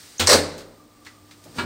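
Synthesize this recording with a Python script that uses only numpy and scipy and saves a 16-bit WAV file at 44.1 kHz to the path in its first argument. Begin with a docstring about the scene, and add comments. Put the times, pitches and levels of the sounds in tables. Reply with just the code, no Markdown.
"""Button and clunk in a lift

A button clicks in a small lift cabin. A latch snaps and a heavy part clunks against its housing,
shaking the steel walls. The cabin rings out into a faint hum with a few small ticks.
Then the mechanism starts to move: a rumble swells and ends in a duller knock.
Each hit is a burst of fading noise; parts that ring on add fading pure tones."""
import sys
import numpy as np
from scipy import signal
from scipy.fft import rfft, irfft
from scipy.io import wavfile

SR = 44100
rng = np.random.default_rng(int(sys.argv[2]) if len(sys.argv) > 2 else 0)


def wrap_up_sound(samples):
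    """Save the sound to the file named by the first command line argument, as 16-bit audio."""
    columns = np.atleast_2d(samples).T
    # keep every value between -1 and 1, then stretch to whole-number steps
    tamed = np.clip(columns, -1, 1)
    steps = np.round(tamed * 32767).astype(np.int16)
    wavfile.write(sys.argv[1], SR, steps)


N = 72765
T = np.arange(N) / SR
HZ = np.maximum(np.arange(N // 2 + 1) * SR / N, 1)

# A "colour" says how strong each frequency of a noise is next to the others.
# A ring time (t60) is how long a sound takes to fade by 60 dB.
# hits of the heavy part (time [s], level [dB])
CLUNK_HITS = [(.272, -21), (.291, -16), (0.2986, -16.5), (.308, -18), (.3155, -13), (.329, -11),
              (.341, -18), (.356, -22)]
# colour of those hits (frequency [Hz], level [dB])
CLUNK_COLOUR = [(65, -22), (230, -5.5), (380, 0.5), (600, 0), (760, -7.5), (1800, -10), (3200, -17),
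                (4300, -7), (6500, -19.5), (8500, -16), (10200, -26), (15500, -30)]
# blows that ring the hollow housing (time [s], level [dB])
HOUSING_BLOWS = [(.2895, -2), (.3135, -5.5)]
# tones of the housing (frequency [Hz], level [dB], ring time [s])
HOUSING_TONES = [(502.5, -23, .6), (532.5, -20, .52), (589, -15.5, 0.39), (714, -25, .35), (820, -26, .45),
                 (1098, -24, 0.42), (1491, -28, .35), (1752, -29, .38), (1854, -23, .35), (2120, -26, .3)]
# tones of the walls (frequency [Hz], level [dB], ring time [s])
WALL_TONES = [(37, -44, 1.4), (162.7, -32.5, 0.92), (225, -36, 1), (292, -24, 0.68), (357, -25, .48),
              (424, -25.5, 0.58)]
# echo of the steel cabin (frequency [Hz], ring time [s])
CABIN_RING_TIMES = [(50, 1.2), (250, .92), (600, 0.83), (2000, 0.66), (5000, 0.58), (9000, 0.52),
                    (15000, 0.346)]

# hits of the latch (time [s], level [dB])
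LATCH_HITS = [(.2715, -13), (.291, -21.5), (.298, -16.5), (.312, -21), (.329, -16.5)]
# colour of those hits (frequency [Hz], level [dB])
LATCH_COLOUR = [(300, -15), (1000, -8.5), (2100, -7.5), (3400, -21.5), (4200, 0), (6000, -3.5), (7000, -8),
                (8500, -3.5), (9400, -11.5), (10200, -28)]
# tones of the latch (frequency [Hz], level [dB])
LATCH_TONES = [(4094, -25), (4166, -24), (4324, -23), (4423, -24), (4527, -22), (4714, -20), (5089, -21),
               (6036, -26), (7864, -25), (8490, -27), (11520, -35)]

# squeaks as the button starts to move (time [s], level [dB])
SQUEAKS = [(.1815, -21), (.189, -29)]
# hits of the button (time [s], level [dB])
BUTTON_HITS = [(0.1946, -21), (.198, -18), (.206, -25)]
# colour of those hits (frequency [Hz], level [dB])
BUTTON_COLOUR = [(40, -17), (150, -2), (280, 1.5), (2400, -2), (3600, 1), (5600, -6.5), (8500, -8.5),
                 (10300, -20.5), (15500, -17)]
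# tones of the button (frequency [Hz], level [dB])
BUTTON_TONES = [(235.6, -28), (341, -30), (503, -27), (808, -32), (1346, -32), (3371, -30), (3570, -27),
                (7041, -34), (8510, -33)]
# pushes on the cabin's air (time [s], level [dB])
AIR_PUSHES = [(.198, -19.5), (.271, -25), (.316, -23), (1.58, -33)]

# swell of the rumble (time [s], level [dB])
RUMBLE_LEVELS = [(1.42, -72), (1.47, -45), (1.53, -51.5), (1.58, -38.5), (1.65, -34.5)]
# colour of the rumble (frequency [Hz], level [dB])
RUMBLE_COLOUR = [(35, -19), (90, -1), (260, -2), (1500, -20), (5000, -42.5)]
# hits of the last knock (time [s], level [dB])
KNOCK_HITS = [(1.574, -36), (1.5835, -26.5), (1.587, -24.5), (1.595, -31), (1.602, -31)]
# colour of those hits (frequency [Hz], level [dB])
KNOCK_COLOUR = [(50, -19), (420, 6), (700, -8), (1000, 0), (1500, -1), (2000, -8.5), (4600, -9.5),
                (6000, -24), (8500, -22), (10500, -39)]
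# tones of the part that knocks (frequency [Hz], level [dB])
KNOCK_TONES = [(242, -26.5), (380, -33), (958, -29), (1402, -26), (1670, -31), (2314, -30), (2860, -35)]

# ticks of the mechanism (time [s], level [dB], treble tilt [dB per octave])
TICKS = [(0.2642, -28, 5), (.579, -41, 4.5), (0.605, -46, 2), (1.049, -48.5, 3), (1.058, -48, -4),
         (1.064, -41.5, -.5), (1.31, -46, 1.2), (1.439, -48.5, 8)]
# colour of a tick before its tilt (frequency [Hz], level [dB])
TICK_COLOUR = [(100, -13), (700, -8), (1500, 3), (3000, -3), (4500, -1.5), (8500, -12.5), (11000, -21.5),
               (15500, -23)]
# tones left by one tick (frequency [Hz], level [dB])
CLINK_TONES = [(1810, -51), (1970, -42.5), (2088, -48)]

# tones of the hum at full strength (frequency [Hz], level [dB])
HUM_TONES = [(102.3, -60.5), (238, -65), (299, -59.5)]
# swells of a faint whine (time [s], level [dB])
WHINE_SWELLS = [(.815, -61), (1.01, -65), (1.165, -59), (1.41, -64)]
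# colour of the steady air noise (frequency [Hz], level [dB])
AIR_COLOUR = [(30, -3), (90, 1), (400, -1.5), (800, -4.5), (1600, -13.5), (4600, -16.5), (7000, -20.5),
              (8800, -15), (10500, -30), (13000, -27.5), (14700, -13.5), (16000, -24)]
# rise and fall of the hiss (time [s], level [dB])
HISS_LEVELS = [(0, -46), (.18, -49.5), (.4, -58.5), (.9, -65), (1.12, -57.5), (1.21, -62.5), (1.3, -58),
               (1.38, -58.5), (1.54, -53), (1.572, -42), (1.65, -51.5)]
# colour of the hiss (frequency [Hz], level [dB])
HISS_COLOUR = [(1000, -6), (1700, 1), (3000, -2), (4700, 3.5), (7000, -1.5), (9000, 0.5), (10500, -13),
               (15500, -9)]


def clunk():
    """A heavy part glances off its hollow housing, then lands and shakes the walls."""
    landing_s = .323
    glancing = [(hz, db - 7.5 * (hz < 450)) for hz, db in CLUNK_COLOUR]  # less bass before landing
    out = strike(HOUSING_BLOWS, tones(HOUSING_TONES)) + strike([(landing_s, 0)], tones(WALL_TONES))
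    for s, db in CLUNK_HITS:  # a new spot each time, so fresh noise
        colour = glancing if s < landing_s else CLUNK_COLOUR
        out += strike([(s, db)], clatter(colour, cabin_db=-14.5, crack_db=-2, rise_cycles=1.5))
    return out


def latch():
    """A bright latch snaps, rattles and rings as it drops into its seat."""
    snap = clatter(LATCH_COLOUR, cabin_db=-16.5, crack_db=-2, rise_cycles=1.7)
    return strike(LATCH_HITS, snap) + strike([(.298, 0)], ring(LATCH_TONES, t60=.27))


def button():
    """A button squeaks twice, clicks and rings as it reaches its stop."""
    squeak = narrow_noise(hz=6240, width_hz=1000) * fade(.027) * (1 - fade(.014))
    out = strike(SQUEAKS, squeak)
    for hit in BUTTON_HITS:
        out += strike([hit], clatter(BUTTON_COLOUR, cabin_db=-14, crack_db=-12, rise_cycles=3.6))
    return out + strike([(.198, 0)], ring(BUTTON_TONES, t60=.3))


def boom():
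    """The cabin's lowest note booms and throbs; the second push briefly damps it."""
    hz, rise_s = 88.3, .021
    note = np.sin(2 * np.pi * hz * T) * fade(.53) * (1 - np.exp(-T / rise_s))
    throb = 1 + .08 * noise([(20, 0), (60, -60)])
    return strike(AIR_PUSHES, note) * throb


def rumble():
    """The mechanism starts to move with a short rising creak and a swelling rumble."""
    creak_hz = 560 + 7000 * T
    creak = np.sin(2 * np.pi * np.cumsum(creak_hz) / SR) * fade(.09) * (1 - fade(.02))
    return strike([(1.458, -40)], creak) + level(RUMBLE_LEVELS) * noise(RUMBLE_COLOUR)


def knock():
    """A few quick hits make a dull knock; the hardest sets the part ringing."""
    hit = clatter(KNOCK_COLOUR, cabin_db=-15.5, crack_db=-15, rise_cycles=3)
    return strike(KNOCK_HITS, hit) + strike([(1.585, 0)], ring(KNOCK_TONES, t60=.24))


def ticks():
    """The mechanism ticks, each time with its own brightness; one tick leaves a rough ring."""
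    out = np.zeros(N)
    for s, db, tilt in TICKS:
        tick = clatter(TICK_COLOUR, cabin_db=-22.5, crack_db=-15.5, rise_cycles=1.6, tilt_db=tilt)
        out += strike([(s, db)], tick)
    roughness = 1 + .35 * noise([(120, 0), (400, -60)])
    return out + strike([(1.07, 0)], ring(CLINK_TONES, t60=.18) * roughness)


def hum_and_whine():
    """A wavering hum and a faint whine, both weaker until the mechanism engages."""
    waver_hz, swell_s = 6.1, .022
    waver = [(waver_hz, 0), (4 * waver_hz, -12), (20 * waver_hz, -70)]
    hum = np.zeros(N)
    for hz, db in HUM_TONES:
        loudness = 1 + .3 * noise(waver)
        phase = 2 * np.pi * hz * T + .65 * noise(waver)
        hum += from_db(db) * rms_one(loudness * np.sin(phase))
    swells = sum(from_db(db) * np.exp(-((T - s) / swell_s) ** 2) for s, db in WHINE_SWELLS)
    whine = (from_db(-64) + swells) * narrow_noise(hz=1188, width_hz=105)
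    engaged = level([(.3, -6), (.6, 0)])
    return engaged * (hum + whine)


def air():
    """Steady air noise and a hiss that rises and falls."""
    return from_db(-57) * noise(AIR_COLOUR) + level(HISS_LEVELS) * noise(HISS_COLOUR)


def clatter(colour, cabin_db, crack_db, rise_cycles, tilt_db=0):
    """One hit: a sharp crack, a short noisy ring and the cabin's echo."""
    spectrum = rfft(noise(colour, tilt_db))
    centres = np.geomspace(40, 16000, 9)
    direct = fade(.16) + from_db(crack_db) * fade(.014)
    out = np.zeros(N)
    for hz, pick in zip(centres, np.eye(len(centres))):
        band = irfft(spectrum * np.interp(np.log(HZ), np.log(centres), pick), N)
        rise = 1 - np.exp(-T * hz / rise_cycles)  # the bass builds up later
        echo = from_db(cabin_db) * fade(at_hz(CABIN_RING_TIMES, hz))
        out += band * rise * (direct + echo)
    return out


def tones(table):
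    """Pure tones of a struck part, each with its own ring time."""
    return sum(from_db(db) * np.sin(2 * np.pi * hz * T) * fade(t60) for hz, db, t60 in table)


def ring(table, t60):
    """Tones of a small part, which all fade together."""
    return tones([(hz, db, t60) for hz, db in table])


def strike(hits, sound):
    """Start a sound at each hit (time [s], level [dB])."""
    out = np.zeros(N)
    for s, db in hits:
        start = int(s * SR)
        out[start:] += from_db(db) * sound[:N - start]
    return out


def noise(colour, tilt_db=0):
    """Noise of a given colour, tilted by tilt_db per octave."""
    gain = from_db(at_hz(colour, HZ) + tilt_db * np.log2(HZ))
    return rms_one(irfft(rfft(rng.standard_normal(N)) * gain, N))


def narrow_noise(hz, width_hz):
    """Noise gathered around one pitch."""
    shape = [(-2, -70), (-1, -18), (0, 0), (1, -18), (2, -70)]
    return noise([(hz + step * width_hz, db) for step, db in shape])


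def fade(t60):
    """Die away by 60 dB every t60 seconds."""
    return np.exp(-np.log(1000) * T / t60)


def level(points):
    """A volume curve through points (time [s], level [dB])."""
    return from_db(np.interp(T, *np.transpose(points)))


def at_hz(points, hz):
    """Read between a table's rows, with octaves evenly spaced."""
    frequencies, values = np.transpose(points)
    return np.interp(np.log(hz), np.log(frequencies), values)


def from_db(db):
    """Turn decibels into a multiplier."""
    return 10 ** (np.asarray(db) / 20)


def rms_one(x):
    """Scale to an average strength (rms) of 1."""
    return x / np.sqrt(np.mean(x ** 2) + 1e-20)


def scene():
    """Everything heard inside the cabin, in one channel."""
    events = clunk() + latch() + button() + boom() + rumble() + knock() + ticks()
    return (events + hum_and_whine() + air())[None]


def record(dry):
    """Cut the deepest bass, round off the peaks and cut the highest treble."""
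    bass_cut = signal.butter(4, 28, "high", fs=SR, output="sos")
    treble_cut = signal.ellip(12, .1, 70, 15780, fs=SR, output="sos")
    rounded = 1.2 * np.tanh(signal.sosfilt(bass_cut, dry) / 1.2)
    return signal.sosfilt(treble_cut, rounded)


dry = scene()
out = record(dry)
wrap_up_sound(out)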